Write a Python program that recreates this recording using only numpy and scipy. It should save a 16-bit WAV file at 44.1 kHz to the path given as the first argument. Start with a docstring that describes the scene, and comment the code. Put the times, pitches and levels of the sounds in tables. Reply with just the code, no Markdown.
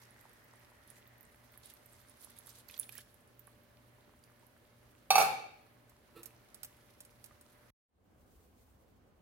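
"""A motor hums in quiet kitchen air; a skillet simmers and fizzes (noise, bubbles, crackle) and hollow steam leaks.
Spits (band-limited puffs) and drips (rising sines) sound, then broth lands in bursts of spray and gurgle.
From 5.1 s a dropped utensil bounces (decaying modes, noise rattle); tongs click and drag on the rim (resonators).
At 7.7 s the sound stops; a stiller kitchen (shaped noise) fades in, with a faint rustle."""
import sys
import numpy as np
from scipy import signal
from scipy.fft import rfft, irfft
from scipy.io import wavfile

SR = 44100
rng = np.random.default_rng(int(sys.argv[2]) if len(sys.argv) > 2 else 0)


def to_wav(s):
    """Save 16-bit WAV."""
    ch = np.atleast_2d(s).T  # columns
    pcm = np.round(np.clip(ch, -1, 1) * 32767)  # PCM
    wavfile.write(sys.argv[1], SR, pcm.astype(np.int16))


N = 406161
T = np.arange(N) / SR


def amp(db):
    """dB to amplitude factor."""
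    return 10 ** (np.asarray(db) / 20)


def rms_one(x):
    """Scale to rms 1."""
    return x / np.sqrt(np.mean(x ** 2) + 1e-20)


def in_time(rows):
    """Interpolate each column of a table over time."""
    s, *columns = np.transpose(rows)
    return [np.interp(T, s, c) for c in columns]


def at_hz(points, hz):
    """Interpolate a table over log frequency."""
    points = np.array(points)
    return np.interp(np.log(hz), np.log(points[:, 0]), points[:, 1])


def panned(x, lr_db, lag=0):
    """Left-right level split; left delayed by lag samples."""
    return np.array([np.roll(x, lag) * amp(lr_db / 2), x * amp(-lr_db / 2)])


def add(out, s, sound):
    """Mix a sound in at s seconds."""
    i = round(s * SR)
    out[:, i:i + sound.shape[1]] += sound


def held(start_s, length_s, db, rise_db_per_s, fall_db_per_s):
    """Gain that rises to its level, holds, and falls away."""
    before_s = np.clip(start_s - T, 0, 1)
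    after_s = np.clip(T - start_s - length_s, 0, 1)
    return amp(db - rise_db_per_s * before_s - fall_db_per_s * after_s)


def drift(rate_hz):
    """Slow random wander of spread 1: two-pole low-passed noise, computed every 40 samples."""
    r = np.exp(-80 * np.pi * rate_hz / SR)
    white = rng.standard_normal(N // 40 + 2002)
    slow = signal.lfilter([1], [1, -2 * r, r * r], white)[2000:]
    return np.interp(np.arange(N) / 40, np.arange(len(slow)), rms_one(slow))


def ring(clicks, hz, t60_s):
    """Two-pole resonator: a unit click starts a decaying sine of height 1."""
    r, w = amp(-60 / (t60_s * SR)), 2 * np.pi * hz / SR
    return signal.lfilter([0, np.sin(w)], [1, -2 * r * np.cos(w), r * r], clicks + 1e-18)


def dying_noise(t60_s, click=1.0, size=4096):
    """Decaying noise led by a one-sample click."""
    burst = rng.standard_normal(size) * amp(-60 * np.arange(size) / SR / max(t60_s, .003))
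    burst[0] += click
    return burst


# stereo likeness: hz, left_right_likeness (1 = same)
LIKENESS = [(60, 0.93), (150, 0.67), (380, 0.51), (950, 0.1), (2380, 0.1), (5980, 0.1), (15000, 0.05)]
# stereo lean: hz, left_right_db
LEAN = [(60, 0.5), (240, -1.5), (950, -1), (3770, -2.5), (15000, -6)]


def coloured(white, spectrum, patchy_db):
    """Half-octave bands of mid and side noise, each with its level, flicker, likeness and lean; rms 1."""
    out, together = 0, drift(3.0)
    edges = 25 * 2 ** np.arange(0, 9.6, .5)
    for k, (low, high) in enumerate(zip(edges, edges[1:])):
        hz = np.sqrt(low * high)
        if at_hz(spectrum, hz) < -70:
            continue
        sos = signal.butter(2, [low, high], "band", fs=SR, output="sos")
        mid, side = signal.sosfilt(sos, white[k % 2])
        alike = np.clip(at_hz(LIKENESS, hz), -1, 1)
        lean_db = at_hz(LEAN, hz)
        gain = amp(at_hz(spectrum, hz) + patchy_db * (0.4 * together + drift(10)))
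        stereo = np.sqrt(1 + alike) * mid + np.sqrt(1 - alike) * side * [[1], [-1]]
        out = out + gain * stereo * amp([[lean_db / 2], [-lean_db / 2]])
    return rms_one(out)


# kitchen air spectrum: hz, relative_db_per_hz
AIR = [(15, -39), (25, -1.5), (102, -0.5), (165, -7), (211, -3), (414, -8), (527, -7.5), (587, -3),
       (654, -10), (1010, -13.5), (1820, -18.5), (3220, -20), (6310, -33), (10800, -26.5), (15800, -27.5)]


def kitchen_air():
    """Steady room noise, shaped by band, flickering slightly."""
    return amp(-66) * coloured(rng.standard_normal((2, 2, N)), AIR, patchy_db=0.9)


# motor tones: pitch_hz, mean_level_db (rms)
HUM = [(118.4, -74), (120.5, -76), (236, -80), (592.2, -77.5), (1723, -89.5)]


def hum():
    """Motor tones that waver a little; the two lowest beat at about 2 Hz."""
    out = 0
    for hz, db in HUM:
        gain = np.sqrt(2) * amp(db + 0.85 * drift(3))
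        out = out + gain * np.sin(2 * np.pi * hz * (T - .09))
    return out


def steam():
    """Leaking steam: noise through a 1900 Hz resonance gives a hollow note."""
    hollow = rms_one(ring(rng.standard_normal((2, N)), 1900, 0.012))
    return held(0, 1.3, -71.5, rise_db_per_s=0, fall_db_per_s=140) * hollow


def bubbles(per_s, low_hz, high_hz, cycles):
    """Clumped random bubbles, each ringing for some cycles (to -60 dB) at one of 14 pitches; rms 1."""
    born = rng.random(N) < per_s * amp(4.0 * drift(20)) / SR
    sizes = amp(5.0 * np.minimum(rng.exponential(1, N), 4)) * born
    dealt = rng.integers(0, 14, N)
    pitches_hz = np.geomspace(low_hz, high_hz, 14)
    return rms_one(sum(ring(sizes * (dealt == k), hz, cycles / hz) for k, hz in enumerate(pitches_hz)))


# skillet levels over time: time_s, simmer_db, fizz_db
SKILLET = [(0, -66, -66.5), (.15, -68.5, -70.5), (.9, -69, -76), (1.3, -69.5, -75), (2, -69, -68.5),
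           (2.7, -68.5, -70), (3.1, -75.5, -75), (3.5, -73.5, -78.5), (4.2, -73.5, -81), (5.05, -74, -76.5),
           (5.7, -75, -82), (6.5, -70.5, -73.5), (7.2, -73.5, -74.5), (7.7, -69.5, -74)]
# simmer spectrum: hz, relative_db_per_hz
SIMMER = [(150, -80), (290, -40), (500, -4), (584, 0), (642, -7), (993, -3.5), (1890, -4.5), (3020, -18.5),
          (6000, -18.5), (7800, -56), (13200, -120)]


def simmer():
    """Mid-frequency noise plus small resonant bubbles, both following the simmer level."""
    simmer_db, _ = in_time(SKILLET)
    noise = coloured(rng.standard_normal((2, 2, N)), SIMMER, patchy_db=0.94)
    small = bubbles(per_s=170, low_hz=980, high_hz=12000, cycles=7.5)
    return amp(simmer_db) * noise + panned(amp(simmer_db - 6.5) * small, -3.5, lag=3)


def crackle(per_s, spread_db, clump_db, smooth):
    """Random clicks of uneven size in clumps, over some smooth noise."""
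    shape = (2, 2, N)
    sizes = amp(spread_db * np.minimum(rng.exponential(1, shape), 5)) * rng.choice([-1, 1], shape)
    born = rng.random(N) < per_s * amp(clump_db * drift(20)) / SR
    return rms_one(sizes * born) + smooth * rng.standard_normal(shape)


# broth landing: start_s, length_s, spray_db, gurgle_db
SPLASHES = [(0.885, .11, -70, -75), (1.647, 0.025, -58.5, -68), (1.701, 0.011, -58.5, -68),
            (2.203, 0.037, -67.5, -80), (2.37, 0.015, -68, -71), (2.472, 0.033, -64, -80),
            (2.555, 0.041, -64.5, -85), (2.696, 0.077, -61, -64.5), (2.811, 0.026, -63, -67.5),
            (2.93, 0.082, -60, -62.5)]


def splash_gain(column):
    """Summed gain of all broth landings; column 2 = spray, 3 = gurgle."""
    return sum(held(row[0], row[1], row[column], rise_db_per_s=903.5, fall_db_per_s=603.5) for row in SPLASHES)


# fizz and spray spectrum: hz, relative_db_per_hz
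SPATTER = [(700, -79), (1470, -38), (2500, -0.5), (2640, -10), (2850, -3), (3180, -3), (5890, -6),
           (7590, -7.5), (10900, -4), (15100, -14.5), (15800, -7)]


def fizz_and_spray():
    """Treble crackle: a continuous fizz, stronger where landing broth sprays."""
    _, fizz_db = in_time(SKILLET)
    clicks = crackle(per_s=420, spread_db=3.0, clump_db=8.5, smooth=1.0)
    return (amp(fizz_db) + splash_gain(2)) * coloured(clicks, SPATTER, patchy_db=2.0)


def faint_spits():
    """Faint spits at random moments and pitches, with peaks tied to the fizz level."""
    start_s, end_s, count = 0.046, 4.6, 45
    low_hz, high_hz = 8400, 14500
    when, pitch, size = rng.random((count, 3)).T
    s = start_s + (end_s - start_s) * when
    fizz_db = np.interp(s, *np.transpose(SKILLET)[[0, 2]])
    peak_db = fizz_db + 11 + 6.4 * size
    return list(zip(s, peak_db, low_hz + (high_hz - low_hz) * pitch ** 2))


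# clearest spits: start_s, peak_db (before panning), pitch_hz
SPITS = [(0.1073, -53.5, 9880), (0.4424, -51, 15400), (0.8759, -49.5, 10900), (0.9023, -45, 10100),
         (1.0745, -55, 14500), (1.2082, -48, 13600), (1.2296, -53, 11500), (1.52, -52.5, 14200),
         (1.5756, -45.5, 11300), (1.6576, -44.5, 9700), (1.6995, -46, 10500), (1.7374, -47, 11900),
         (1.8592, -49, 12800), (2.085, -54.5, 9350), (2.0961, -51, 10000), (2.2253, -47, 13700),
         (2.2458, -42, 11100), (2.3002, -47, 12000), (2.3655, -52.5, 9740), (2.387, -41, 10550),
         (2.461, -45.5, 10700), (2.47, -46, 10800), (2.4917, -46, 12500), (2.585, -51.5, 10600),
         (2.6858, -44, 12300), (2.7107, -46, 11100), (2.7776, -42, 13100), (2.7899, -35.5, 13700),
         (2.797, -23, 9880), (2.8114, -39, 9900), (2.829, -44, 9800), (2.892, -43, 11500),
         (2.9235, -40, 11200), (2.9537, -39, 14800), (2.9786, -39, 10800), (3.1423, -54, 10800),
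         (3.3937, -46, 13600), (3.4705, -52, 10800), (4.239, -56, 10100), (4.4667, -57, 11100)]


def spits():
    """Each spit is a decaying noise puff in a band around its pitch, plus some broad hiss."""
    attack_s, lean_db, scatter_db = 0.0016, -15.5, 3.5   # lean: right of the two channels is louder
    out, t = np.zeros((2, N)), T[:4096]
    for s, db, hz in list(SPITS) + faint_spits():
        band = signal.butter(2, [hz / 1.037, min(hz * 1.12, .45 * SR)], "band", fs=SR, output="sos")
        burst = dying_noise(0.073, click=0)
        burst = burst + 3.5 * rng.standard_normal(len(t)) * (t < attack_s)
        puff = signal.sosfilt(band, burst) + 0.057 * np.diff(burst, 2, prepend=[0, 0])
        add(out, s, panned(amp(db) * puff / np.abs(puff).max(), rng.normal(lean_db, scatter_db)))
    return out


# drips: start_s, relative_level_db, start_pitch_hz
DRIPS = [(0.254, -54.5, 870), (1.6352, -51, 4230), (1.702, -54, 3600), (2.4942, -49, 4720),
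         (2.6885, -47, 4440), (2.6979, -46, 2500), (2.7415, -41.5, 3330), (2.766, -48, 4360),
         (2.8316, -45.5, 3400), (2.8923, -42.5, 2420), (2.952, -48, 1840), (2.9814, -41, 5500),
         (2.9853, -45, 1650), (3.476, -54.5, 1120), (4.238, -54, 4730), (4.4278, -57.5, 900),
         (7.3103, -55.5, 1180)]


def drips():
    """Each drip is a decaying sine of rising pitch plus a short resonant splat above it."""
    out, t = np.zeros((2, N)), T[:4096]
    for s, db, hz in DRIPS:
        plop = np.sin(2 * np.pi * hz * t * (1 + 2.8 * t)) * amp(-60 * t * hz / 59.0)
        splat = ring(dying_noise(0.03), hz * 1.4, 2.9 / hz)
        add(out, s, panned(amp(db - 3.5) * (plop + 0.33 * splat), -7.0))
    return out


# room decay: hz, t60_s
ROOM_T60 = [(100, 0.74), (400, 0.76), (800, 0.54), (2400, .68), (5000, .62), (11000, 0.36)]


def kitchen_echoes(x):
    """Diffuse echoes: noise decaying band by band, own in each channel, fading in over 11 ms."""
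    bass_alike_hz = 500   # below this both channels hear nearly the same echoes
    t, tail = T[:SR], 0
    edges = 60 * 2 ** np.arange(0, 8.6, .5)
    for low, high in zip(edges, np.minimum(edges[1:], .45 * SR)):
        sos = signal.butter(2, [low, high], "band", fs=SR, output="sos")
        band = signal.sosfilt(sos, rng.standard_normal((2, SR)))
        if high < bass_alike_hz:
            band = band[0] + 0.14 * band
        tail = tail + band * amp(-60 * t / at_hz(ROOM_T60, np.sqrt(low * high)))
    tail = tail * np.clip(t / 0.011, 0, 1)
    tail = tail / np.sqrt(np.sum(tail ** 2) / 2)
    return signal.fftconvolve(x.mean(axis=0, keepdims=True), tail, axes=1)[:, :N]


def gurgle():
    """Longer-ringing bubbles under each broth landing."""
    ringing = bubbles(per_s=450, low_hz=1630, high_hz=6500, cycles=27.0)
    return panned(splash_gain(3) * ringing, -3.5, lag=3)


# utensil bounces: start_s, level_db, brightness_db_per_octave
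BOUNCES = [(5.104, -13.5, 2.1), (5.154, -13.5, 1.35), (5.179, -12, -2), (5.198, -19.5, -1.5),
           (5.204, -20, 1), (5.211, -22, 1), (5.218, -21.5, -1.7)]
# utensil modes: pitch_hz, relative_db, t60_s
UTENSIL = [(435, -22.5, 0.033), (647, -11, 0.014), (780.3, -1, 0.074), (867, -13.5, 0.044),
           (1020, -15, 0.021), (1182, -16.5, 0.047), (1257, -17.5, 0.062), (1400, -23, 0.023),
           (2264, -15.5, 0.074), (2422, -18, 0.072), (2636, -16, .12), (3190, -23, 0.016),
           (3730, -18.5, 0.074), (4330, -21.5, 0.16), (4500, -15, .05), (5530, -20.5, 0.089),
           (6050, -17, .07), (8960, -20, 0.031), (10260, -20, 0.024), (11400, -19.5, 0.015),
           (13400, -21, 0.014)]
# rattle of the counter and loose parts: hz, relative_db_per_hz
CLATTER = [(60, -35.5), (200, -30.5), (340, -39.5), (550, -24), (780, -13), (985, -22), (1270, -19),
           (2030, -34), (2330, -20), (3090, -34), (4380, -29), (5160, -34.5), (8000, -36), (11400, -31),
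           (15800, -38)]


def utensil():
    """Every bounce strikes all modes, randomly detuned, and shakes out a short broad rattle."""
    attack_s, rattle_attack_s, rattle_t60_s = 0.0018, 0.0041, 0.13
    out, t = np.zeros((2, N)), T[:8192]
    colour = amp(at_hz(CLATTER, np.maximum(np.fft.rfftfreq(len(t), 1 / SR), 1)))
    hz, mode_db, t60_s = np.transpose(UTENSIL)[:, :, None]
    signs = (-1) ** np.arange(len(hz))[:, None]
    for s, db, tilt in BOUNCES:
        spread_db, detune = rng.standard_normal((2, len(hz), 1)) * [[[2.1]], [[.006]]]
        strengths = amp(db + mode_db + tilt * np.log2(hz / 800) + spread_db - 60 * t / t60_s)
        modes = np.sum(strengths * np.sin(2 * np.pi * hz * (1 + detune) * t) * signs, axis=0)
        modes = modes * np.clip(t / attack_s, 0, 1)
        modes[110:] += amp(-12.5) * modes[:-110].copy()   # echo off the splashback, 2.5 ms late
        shake = rng.standard_normal((3, len(t)))
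        rattle = rms_one(irfft(rfft(shake[0] + 0.59 * shake[1:]) * colour))
        rattle = amp(db - 11.0) * rattle * np.clip(t / rattle_attack_s, 0, 1) * amp(-60 * t / rattle_t60_s)
        add(out, s, panned(modes, -3.5, lag=4) + rattle * amp([[-1.5], [1.5]]))
    return out


# tongs clicking: start_s, peak_db (before panning), left_right_db
CLICKS = [(5.895, -51.5, -2), (6.2317, -38.5, -4), (6.2576, -37.5, -11.5), (6.545, -38, -8.5),
          (6.6321, -32, -11), (6.6467, -33, 2), (7.0049, -41, -5), (7.05, -46.5, -5), (7.242, -38.5, -12),
          (7.2594, -45, -2), (7.411, -47, -1)]
# tong modes: pitch_hz, width_hz, relative_db
TONGS = [(2770, 900, -39), (4480, 730, -26), (6400, 1300, 0), (8850, 1200, -20), (10800, 950, 16),
         (12300, 1600, 23), (14500, 1700, 10)]


def tong_clicks():
    """A decaying noise burst rattles the steel arms' broad modes, with a bright direct part."""
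    out = np.zeros((2, N))
    for s, db, lr_db in CLICKS:
        burst = dying_noise(0.053, click=5.3)
        click = 0
        for (hz, width_hz, mode_db), extra_db in zip(TONGS, rng.normal(0, 4.9, len(TONGS))):
            t60_s = np.log(1000) / (np.pi * width_hz)
            click = click + amp(mode_db + extra_db) * ring(burst, hz, t60_s)
        click = rms_one(click) + 0.41 * rms_one(np.diff(burst, prepend=0))
        add(out, s, panned(amp(db) * click / np.abs(click).max(), lr_db, lag=6))
    return out


# tongs dragged over the rim: start_s, length_s, level_db
DRAG = [(6.168, 0.027, -54), (6.275, .008, -66)]
# skillet modes: pitch_hz, relative_db, t60_s
PAN = [(349, 0, 0.48), (471, -3.5, 0.075), (1160, -17, 0.037), (1320, -6.5, 0.056), (1880, -17, .01),
       (2680, -10, .01), (4100, -9.5, .002), (11500, -6.5, 0.00031)]


def tong_drag():
    """Dense random slips (5000 per s) excite the skillet's modes."""
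    slips = rng.standard_normal(N) * (rng.random(N) < 5000 / SR)
    scrape = sum(amp(db) * rms_one(ring(slips, hz, t60_s)) for hz, db, t60_s in PAN)
    gain = sum(held(*row, rise_db_per_s=700, fall_db_per_s=350) for row in DRAG)
    return panned(gain * rms_one(scrape), -5.0)


# stiller kitchen air spectrum: hz, relative_db_per_hz
LATER = [(15, -46), (25, -10), (43, -5), (68, 0.5), (102, -6.5), (130, -14.5), (299, -7.5), (361, -20),
         (527, -13), (572, -17.5), (749, -19), (1870, -30), (15800, -55.5)]


def later_air():
    """Air after the pause: shaped noise, mostly bass."""
    return amp(-64) * coloured(rng.standard_normal((2, 2, N)), LATER, patchy_db=1.5)


def rustle():
    """A faint rustle swelling out of steady hiss: slightly brightened noise that flickers."""
    hiss = signal.lfilter([1, -.3], [1], rng.standard_normal((2, N)))
    swell = held(8.32, 0.37, -78, rise_db_per_s=82, fall_db_per_s=86)
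    return (swell + amp(-82)) * amp(2.0 * drift(13)) * hiss


def scene():
    """Cooking and its echoes until the stop, then the stiller kitchen."""
    stop_s, fade_start_s, fade_end_s = 7.704, 7.876, 8.144
    background = kitchen_air() + hum()
    skillet = steam() + simmer() + fizz_and_spray() + gurgle()
    near = spits() + drips() + tong_clicks() + tong_drag()
    dropped = utensil()
    echoes = kitchen_echoes(amp(-13.0) * near + amp(-3.0) * dropped)
    first = background + skillet + near + dropped + echoes
    later = later_air() + rustle()
    fade_in = np.clip((T - fade_start_s) / (fade_end_s - fade_start_s), 0, 1)
    return first * (T < stop_s) + later * fade_in ** 1.16


def record(dry):
    """The microphone drops the bass below 42 Hz; the top is cut steeply at 16 kHz."""
    thin = signal.sosfilt(signal.butter(4, 42, "high", fs=SR, output="sos"), dry)
    return signal.sosfilt(signal.ellip(12, .3, 60, 16000, fs=SR, output="sos"), thin)


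dry = scene()
out = record(dry)
to_wav(out)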